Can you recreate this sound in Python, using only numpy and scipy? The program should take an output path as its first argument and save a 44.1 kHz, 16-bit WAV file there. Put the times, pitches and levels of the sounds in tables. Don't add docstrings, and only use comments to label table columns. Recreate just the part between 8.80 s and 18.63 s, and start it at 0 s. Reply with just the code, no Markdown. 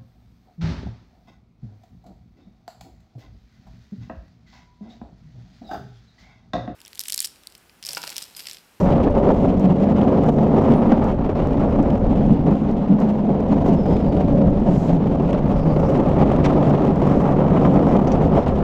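import sys
import numpy as np
from scipy import signal
from scipy.fft import rfft, irfft
from scipy.io import wavfile
from scipy.ndimage import uniform_filter1d, minimum_filter1d

SR = 44100
rng = np.random.default_rng(int(sys.argv[2]) if len(sys.argv) > 2 else 0)


def generate_wav(signal):
    frames = np.transpose(np.atleast_2d(signal))
    scaled = np.clip(frames, -1, 1) * 32767
    pcm = np.round(scaled).astype(np.int16)
    wavfile.write(sys.argv[1], SR, pcm)


N = 433503
TIME = np.arange(N) / SR

# (time [s], level [dB], time light [s], loss of contact [dB, scaled by each source])
JOLTS = [(0.353, -6, 0.082, 7.5), (0.844, -11, .05, 1), (1.01, -15, 0.1, 2.5), (1.161, -9.5, 0.038, 4),
         (1.586, -3, 0.18, 7), (1.71, -14, 0.094, 5), (2.119, 5.5, 0.15, 2), (2.39, -21, 0.049, 10),
         (2.444, -8, 0.03, 6), (2.493, -5, 0.026, 4), (2.555, -6, 0.044, 6), (2.814, -8, 0.089, -0.5),
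         (3.24, -20, 0.086, 6), (3.667, -7, 0.13, 3.5), (3.85, -18, 0.074, 4.5), (4.48, -24, 0.11, 3.5),
         (4.717, -12, 0.1, 3.5), (4.86, -3.5, 0.036, 4), (5.057, -5, 0.063, 3.5), (5.482, -20, 0.035, 7),
         (5.616, -6, .03, 4), (6.259, -10, 0.081, 2), (6.4, -9, 0.063, 1), (6.964, 0, 0.053, 4),
         (7.036, -13, .03, -0.5), (7.156, -16, 0.05, 5), (8.218, -1, 0.11, 7), (8.347, -6, 0.043, 0.5),
         (8.65, -25, 0.037, 2), (8.959, -5, 0.033, 2), (9.123, -4, 0.037, -3), (9.271, -4, 0.096, 6.5),
         (9.52, -18, 0.052, 4), (9.664, 0.5, 0.028, 10), (9.81, -15, 0.16, 3)]
# (frequency [Hz], bandwidth [Hz], gain [dB])
TUB_MODES = [(142.2, 32.3, -4), (205.8, 36.4, -2), (237.2, 16.5, -1), (282, 28, -4)]
TUBE_MODES = [(1030, 46, 7), (1340, 150, -6.5), (1560, 93, -9.5), (2044, 120, -10.5), (2320, 110, -11.5),
              (2930, 230, -13.5)]
# (frequency [Hz], relative level [dB])
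ROAR_SPECTRUM = [(100, -21.5), (250, -0.5), (350, 5), (480, 6.5), (750, -2), (950, -4.5), (1250, -27),
                 (1600, -28), (2500, -44.5), (6000, -72.5)]
SCRUB_SPECTRUM = [(400, -42), (800, 9), (950, 3.5), (1100, 3), (1300, -1), (1550, -11), (2000, -14),
                  (2700, -22.5), (5000, -58.5)]
GRIT_SPECTRUM = [(500, -8), (1200, 5.5), (2000, 2), (3000, -1), (4200, -8), (5500, -13.5), (7200, -21),
                 (8700, -33.5), (11000, -46.5), (12400, -42), (15500, -50)]
SNAP_SPECTRUM = [(500, -10), (1500, 5), (3000, 8), (4500, -6), (7000, -9.5), (9000, -18), (11000, -28),
                 (12500, -22.5), (15500, -34.5)]
SIZZLE_SPECTRUM = [(2500, -9.5), (5500, 9), (7500, 4), (9000, -4.5), (11000, -14), (12400, -0.5),
                   (13500, -5), (15500, -8.5)]


def from_db(db):
    return 10 ** (np.asarray(db) / 20)


def rms_one(x):
    return x / np.sqrt(np.mean(x ** 2) + 1e-20)


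def in_time(rows):
    s, *columns = np.transpose(rows)
    return [np.interp(TIME, s, c) for c in columns]


def drift(rate):
    pole = np.exp(-40 * np.pi * rate / SR)
    slow = signal.lfilter([1], [1, -2 * pole, pole * pole], rng.standard_normal(N // 20 + 4002))[4000:]
    return np.interp(np.arange(N) / 20, np.arange(len(slow)), rms_one(slow))


def grains(per_s, spread_db):
    sizes = from_db(spread_db * np.minimum(rng.exponential(1, N), 4)) * rng.choice([-1, 1], N)
    return rms_one(sizes * (rng.random(N) < per_s / SR))


def blows(events, rise_s, decay_s):
    out, age = np.zeros(N), TIME[:SR // 4]
    shape = (1 - np.exp(-age / rise_s)) * np.exp(-age / decay_s)
    for s, db in events:
        start = max(int((s - rise_s) * SR), 0)
        out[start:start + len(age)] += from_db(db) * shape[:N - start]
    return out


def swell(middle_s, length_s):
    return np.cos(np.pi * np.clip((TIME - middle_s) / length_s, -.5, .5)) ** 2


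def swells(rows):
    return sum(height * swell(s, length_s) for s, length_s, height in rows)


def colour(x, spectrum, size=4096):
    hz, db = np.transpose(spectrum)
    bin_hz = np.arange(size + 1) * SR / (2 * size)
    gain = from_db(np.interp(np.log(bin_hz + 1), np.log(hz), db))
    cepstrum = irfft(np.log(gain))[:size]
    cepstrum[1:] *= 2
    response = irfft(np.exp(rfft(cepstrum, 2 * size)))[:size]
    return signal.fftconvolve(x, response / np.linalg.norm(response))[:N]


def resonate(x, hz, width_hz):
    r = np.exp(-np.pi * width_hz / SR)
    feedback = [1, -2 * r * np.cos(2 * np.pi * hz / SR), r * r]
    return signal.lfilter(np.array([1, 0, -1]) * (1 - r * r) / 2, feedback, x + 1e-18)


def body(x, modes, low_hz, high_hz):
    rings = sum((-1) ** k * from_db(db) * resonate(x, hz, width)
                for k, (hz, width, db) in enumerate(modes))
    return signal.sosfilt(signal.butter(2, [low_hz, high_hz], "band", fs=SR, output="sos"), rings)


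def tub_drone(drone_db, load):
    # (time [s], frequency [Hz], level against the boom [dB])
    drum_course = [(0, 172.8, -3), (.5, 190, -12.5), (.9, 194, 2), (1.4, 212.8, -7), (1.9, 223.1, -6.5),
                   (3.0, 226, -5), (3.6, 214, -7), (4.1, 211.5, -2.5), (4.55, 200, -2), (4.9, 199, -6),
                   (5.3, 202, -1), (5.6, 187, -7.5), (6.0, 171.2, 1), (6.4, 168, -5), (6.9, 154, -5),
                   (7.3, 149.7, -8.5), (7.9, 146.5, -3.5), (8.5, 143.1, -14.5), (9.1, 147.2, -17.5),
                   (9.83, 160.1, -12)]
    # (middle [s], length [s], rise [dB])
    landings = [(1.92, 0.076, 5.5), (2.131, 0.049, 14), (3.0, 0.06, 6.5), (3.52, 0.056, 8.5),
                (3.68, 0.098, 5.5), (4.12, 0.11, 8.5), (4.51, 0.13, 5.5), (5.18, 0.097, -0.5), (6.0, .1, 5),
                (6.14, 0.069, 6.5), (6.88, 0.088, 5.5), (7.41, 0.096, 4.5), (7.79, 0.11, 1.5)]
    mean_hz, tub_top_hz = 186, 281
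    pitch_hz, drum_db = in_time(drum_course)
    surge_db = swells(landings)
    phase = 2 * np.pi * np.cumsum(pitch_hz * (1 + .048 * drift(rate=43.75))) / SR
    octave_gain = from_db(-1 + 4.2 * drift(rate=18)) / np.hypot(1, (2 * pitch_hz / tub_top_hz) ** 10)
    throb = from_db(5.0 * np.tanh(drift(rate=22)) * np.exp(-surge_db / 8))
    share = from_db(drum_db + 0.94 * surge_db)
    drumming = share * rms_one(throb * (np.sin(phase) + octave_gain * np.sin(2 * phase)))
    road = grains(per_s=3000, spread_db=0.6)
    tilt_db_per_octave = 5 * np.log2(pitch_hz / mean_hz)
    boom = np.zeros(N)
    for k, mode in enumerate(TUB_MODES):
        gain = from_db(tilt_db_per_octave * np.log2(mode[0] / mean_hz))
        boom += (-1) ** k * gain * body(road, [mode], low_hz=119, high_hz=325)
    return from_db(drone_db + surge_db + 0.7 * load) * (rms_one(boom) + drumming) / np.hypot(1, share)


def wheel_roar(roar_db, load):
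    # (frequency [Hz], bandwidth [Hz], gain [dB])
    frame_modes = [(378, 57, 2), (453, 42, -10.5), (519, 45, -0.5), (595, 80, -1.5), (692, 76, 0),
                   (776, 130, -17)]
    rings = rms_one(body(grains(per_s=3000, spread_db=2.5), frame_modes, low_hz=262, high_hz=870))
    roar = colour(grains(per_s=4000, spread_db=2.0), ROAR_SPECTRUM)
    return from_db(roar_db + 1.5 * load) * rms_one(rings + from_db(2.0) * roar)


def track_contact():
    # (middle [s], length [s], roughness [dB], grit [dB]); sources scale both
    patches = [(0.124, 0.064, 2.5, 10), (0.238, 0.028, 2, 7), (0.493, 0.11, 9.5, 5),
               (0.651, 0.031, 12.5, 3), (0.852, 0.036, 11, 10), (1.491, 0.031, 12, 10),
               (2.586, 0.12, 6.5, 10), (2.86, 0.13, 6, -2), (3.133, 0.14, 3.5, 7), (3.687, 0.14, 9, 1.5),
               (3.904, 0.19, 3.5, 4), (4.238, 0.19, 7.5, 7), (4.728, 0.075, 7.5, 7), (5.17, 0.049, 5, 8),
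               (5.416, 0.25, 5, 6), (5.598, 0.091, 2.5, 5), (5.885, 0.063, 10, 9), (6.096, 0.11, 8, 8),
               (6.545, 0.071, 8, 6), (7.15, 0.22, 7, 7), (7.417, 0.051, 10, 8), (8.848, 0.19, 2, 3),
               (9.118, .1, -2, -5), (9.582, 0.089, 7, 4)]
    landing_s = 0.006
    unloading_db = sum(db * np.interp(TIME, [s - light_s, s - 0.52 * light_s, s - landing_s, s],
                                      [0, 1, 1, 0]) for s, _, light_s, db in JOLTS)
    rough_db = swells([(s, length_s, db) for s, length_s, db, _ in patches])
    gritty_db = swells([(s, length_s, db) for s, length_s, _, db in patches])
    return rough_db - unloading_db, gritty_db - unloading_db


def bumps():
    force = blows([(s, db) for s, db, _, _ in JOLTS], rise_s=0.0028, decay_s=0.0062)
    jolt = force * grains(per_s=4400, spread_db=2.0)
    thud = from_db(-3.0) * body(jolt, TUB_MODES, low_hz=120, high_hz=340)
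    return (thud + from_db(-6.0) * colour(jolt, ROAR_SPECTRUM)
            + from_db(-17.0) * colour(jolt, SCRUB_SPECTRUM)
            + from_db(-31.0) * colour(jolt, GRIT_SPECTRUM))


def chassis_rumble():
    # (time [s], level [dB])
    shudder_levels = [(0, -31), (1.5, -28), (2.6, -30), (3.4, -32), (4.2, -36.5), (5.0, -27.5), (5.7, -29),
                      (6.3, -34), (7.4, -29.5), (8.4, -30), (9.83, -27)]
    shudder_db, = in_time(shudder_levels)
    hz, width_hz = 78.6, 31
    shudder = body(rng.standard_normal(N), [(hz, width_hz, 0)], low_hz=44.8, high_hz=123)
    return from_db(shudder_db) * rms_one(shudder)


def wheel_ring(track_db):
    # (time [s], level [dB])
    ring_levels = [(0, -25), (.55, -30), (1.1, -32), (2.3, -39), (3.1, -32), (3.6, -42), (5.2, -37),
                   (5.6, -24), (6.0, -42), (6.55, -32.5), (7.0, -28), (7.6, -33), (9.83, -35.5)]
    ring_db, = in_time(ring_levels)
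    hz, width_hz = 562, 65
    ring = body(grains(per_s=3000, spread_db=0.0), [(hz, width_hz, 0)], low_hz=427, high_hz=680)
    return from_db(ring_db + .5 * track_db) * rms_one(ring)


def tyre_scrub(track_db, load):
    # (time [s], level [dB])
    cornering = [(0, -31.5), (0.5, -34.5), (0.85, -41.5), (1.2, -35.5), (2.0, -31), (2.45, -36.5),
                 (3.0, -34), (3.45, -42.5), (4.25, -40.5), (5.0, -40.5), (5.9, -42.5), (6.6, -37.5),
                 (7.2, -31), (8.9, -30.5), (9.83, -33)]
    scrub_db, = in_time(cornering)
    slips = rms_one(grains(per_s=4600, spread_db=2.5) * from_db(3.0 * load))
    return colour(slips * from_db(scrub_db + 0.6 * track_db), SCRUB_SPECTRUM)


def frame_clacks():
    # (time [s], level [dB], chatter decay [s], most excited frequency [Hz])
    clacks = [(2.113, -21.5, .005, 1550), (2.120, -15.5, .005, 1500), (8.765, -22, .012, 1300),
              (8.848, -12.5, .004, 1050)]
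    chatter = grains(per_s=4500, spread_db=1.0)
    force = sum(resonate(blows([(s, db)], rise_s=0.00072, decay_s=decay_s) * chatter, hz, width_hz=1040)
                for s, db, decay_s, hz in clacks)
    return from_db(18.0) * body(force, TUBE_MODES, low_hz=810, high_hz=3400)


def link_jingle():
    # (time [s], level [dB])
    strikes = [(9.272, -38.5), (9.317, -36)]
    # (frequency [Hz], bandwidth [Hz], gain [dB])
    link_modes = [(4520, 210, -2), (5760, 260, 0), (6250, 270, -3), (7700, 700, -14)]
    force = blows(strikes, rise_s=0.00076, decay_s=0.01) * grains(per_s=4600, spread_db=-3.0)
    ring = from_db(11.5) * body(force, link_modes, low_hz=3000, high_hz=8500)
    return ring + from_db(-1.5) * colour(force, SNAP_SPECTRUM)


def grit(grit_db, load):
    crunch = rms_one(grains(per_s=9000, spread_db=2.0) * from_db(1.7 * load + 0.43 * drift(rate=45)))
    clumps = np.tanh(.5 * load + 0.87 * drift(rate=28))
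    crackle = rms_one(grains(per_s=5000, spread_db=0.5) * from_db(10.0 * clumps))
    return (colour(crunch * from_db(grit_db), GRIT_SPECTRUM)
            + colour(crackle * from_db(grit_db - 6), SNAP_SPECTRUM))


def stones():
    # (time [s], level [dB])
    fractures = [(1.2151, -31), (1.49, -29), (1.9204, -27), (1.938, -28), (2.7297, -32), (3.1023, -29),
                 (5.1667, -30.5), (6.5042, -29), (6.5306, -28.5), (7.5186, -31), (7.5617, -33),
                 (8.0506, -32), (9.1676, -28.5), (9.6813, -28)]
    spray = grains(per_s=4800, spread_db=4.0) * blows(fractures, rise_s=0.00095, decay_s=0.0036)
    ticks = grains(per_s=17, spread_db=4.5)
    return colour(from_db(-3.5) * spray, SNAP_SPECTRUM) + colour(from_db(-72) * ticks, SIZZLE_SPECTRUM)


def tyre_scuff():
    # (middle [s], length [s], level [dB])
    scuffs = [(2.9, 0.9, -53.5), (7.153, .08, -46), (7.655, 0.046, -29), (8.3, .5, -48), (9.115, 0.12, -43),
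              (9.597, 0.21, -48)]
    # (frequency [Hz], relative level [dB])
    rasp_spectrum = [(700, -1), (1300, 0), (2000, 5), (3100, -2), (4600, -12), (5500, -9), (7500, -20),
                     (9500, -31.5), (11000, -41.5), (15000, -54)]
    drag = swells([(s, length_s, from_db(db)) for s, length_s, db in scuffs])
    slips = grains(per_s=11000, spread_db=2.5) * from_db(1.5 * np.tanh(drift(rate=60)))
    rasp = colour(rms_one(slips) * drag, rasp_spectrum)
    return rasp + from_db(-6) * body(rasp, TUBE_MODES, low_hz=1500, high_hz=3400)


def sand_sizzle(gritty_db, load):
    # (time [s], level [dB])
    sand_levels = [(0, -51), (0.24, -85), (0.32, -88), (0.57, -60), (0.95, -78.5), (1.55, -60.5),
                   (2.15, -74), (2.38, -87), (2.7, -72.5), (3.1, -71), (3.3, -80), (3.7, -71), (4.05, -85),
                   (4.25, -66), (4.63, -80), (4.88, -60.5), (5.3, -67.5), (5.7, -75), (6.25, -78),
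                   (6.5, -73.5), (7.1, -58.5), (7.28, -69), (7.55, -67), (8.1, -66.5), (8.38, -60),
                   (8.66, -69), (8.85, -62.5), (9.83, -70)]
    sand_db, = in_time(sand_levels)
    pops = grains(per_s=2700, spread_db=-1.5) * from_db(2.5 * load + 3 * np.tanh(drift(rate=25)))
    return colour(rms_one(pops) * from_db(sand_db + .4 * gritty_db), SIZZLE_SPECTRUM)


def faint_whistles():
    # (middle [s], length [s], start pitch [Hz], end pitch [Hz], bandwidth [Hz], level [dB])
    whistles = [(5.013, .2, 5350, 5020, 260, -60), (5.13, .34, 4980, 5100, 240, -60.5),
                (5.3, 0.3, 4860, 4350, 900, -61), (6.796, .24, 5600, 4500, 1090, -59),
                (6.912, .16, 4400, 5000, 800, -58), (7.063, .19, 4660, 5900, 2000, -57)]
    half_pure_width_hz = 150
    waver_hz = 45.2 * drift(rate=30)
    out = np.zeros(N)
    for s, length_s, start_hz, end_hz, width_hz, db in whistles:
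        hz = np.interp(TIME, [s - length_s / 2, s + length_s / 2], [start_hz, end_hz]) + waver_hz
        phase = 2 * np.pi * np.cumsum(hz) / SR
        purity = 1 / (1 + (width_hz / half_pure_width_hz) ** 2)
        noise_band = drift(rate=width_hz / 2) * np.sin(phase) + drift(rate=width_hz / 2) * np.cos(phase)
        whistle = np.sqrt(1 - purity) * noise_band + np.sqrt(2 * purity) * np.sin(phase)
        out += from_db(db) * swell(s, length_s) * whistle
    return out


def squeak():
    # (time [s], level [dB])
    squeak_levels = [(1.90, -110), (1.945, -78), (1.957, -62), (1.995, -66), (2.02, -70), (2.04, -110)]
    level_db, = in_time(squeak_levels)
    pitch_hz = 9370 + 70 * drift(rate=193)
    phase = 2 * np.pi * np.cumsum(pitch_hz) / SR
    rubbing = (TIME > squeak_levels[0][0]) & (TIME < squeak_levels[-1][0])
    return from_db(level_db + 2.4 * drift(rate=220)) * np.sin(phase) * rubbing


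def swish():
    # (frequency [Hz], relative level [dB])
    hiss_spectrum = [(3000, -6), (5500, -1), (7200, -1), (9000, -15), (12500, -15), (15500, -29)]
    hiss = colour(rng.standard_normal(N), hiss_spectrum)
    return from_db(-54.5) * swell(middle_s=6.01, length_s=0.5) * hiss


def head_wind():
    # (time [s], level [dB])
    gusts = [(0, -22), (0.7, -25.5), (1.1, -33), (1.7, -28), (2.3, -24.5), (2.8, -25.5), (3.35, -21.5),
             (3.8, -27.5), (4.35, -33.5), (4.8, -26), (5.2, -26.5), (5.7, -23.5), (6.3, -26.5),
             (6.85, -22.5), (7.4, -24), (7.85, -28), (8.45, -27), (9.2, -27.5), (9.83, -24.5)]
    # (frequency [Hz], relative level [dB])
    wind_spectrum = [(10, -4.5), (25, -1.5), (50, 0), (85, -6), (115, -6.5), (200, -15), (600, -41),
                     (2000, -81.5)]
    wind_db, = in_time(gusts)
    buffeting = from_db(wind_db + 0.62 * drift(rate=5.1))
    return buffeting * rms_one(colour(rng.standard_normal(N), wind_spectrum))


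def scene():
    # (time [s], tub drone [dB], wheel roar [dB], grit [dB])
    ride = [(0, -16, -22, -46.5), (0.4, -20.5, -19.5, -48), (0.85, -15.5, -25, -48.5),
            (1.4, -14.5, -19, -46.5), (2.02, -16, -19.5, -46.5), (2.45, -23.5, -27.5, -51),
            (2.7, -18.5, -25, -49), (3.1, -19, -23.5, -51), (3.5, -17, -25, -49), (4.05, -19.5, -28.5, -52),
            (4.5, -19.5, -24.5, -51), (4.95, -15.5, -22.5, -47.5), (5.4, -16, -25.5, -51),
            (6.25, -19, -26, -49.5), (6.75, -19, -25.5, -49.5), (7.15, -18.5, -23, -48.5),
            (7.8, -16.5, -20, -44.5), (8.55, -17, -21.5, -49), (8.9, -14.5, -20, -47.5),
            (9.83, -19.5, -22, -47)]
    drone_db, roar_db, grit_db = in_time(ride)
    track_db, gritty_db = track_contact()
    load = rms_one(np.tanh(0.51 * drift(rate=29.4) + .45 * drift(rate=110)))
    rolling = (tub_drone(drone_db + 0.33 * track_db, load) + wheel_roar(roar_db + 0.65 * track_db, load)
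               + wheel_ring(track_db) + chassis_rumble() + tyre_scrub(track_db, load)
               + grit(grit_db + 0.73 * gritty_db, load) + sand_sizzle(gritty_db, load))
    impacts = bumps() + frame_clacks() + link_jingle() + stones()
    friction = tyre_scuff() + squeak()
    return (rolling + impacts + friction + faint_whistles() + swish() + head_wind())[None]


def limiter(x, ceiling_db, size):
    needed = np.minimum(1, from_db(ceiling_db) / (np.abs(x) + 1e-9))
    held = minimum_filter1d(needed, 2 * size + 1)
    return x * uniform_filter1d(uniform_filter1d(held, size), size)


def record(dry):
    fade_s, cutoff_hz = .004, 15700
    fade = np.sin(np.pi / 2 * np.minimum(1, np.minimum(TIME, TIME[-1] - TIME) / fade_s))
    limited = limiter(dry, ceiling_db=-1.8, size=441)
    return signal.sosfilt(signal.cheby2(12, 60, cutoff_hz, fs=SR, output="sos"), limited * fade)


dry = scene()
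out = record(dry)
generate_wav(out)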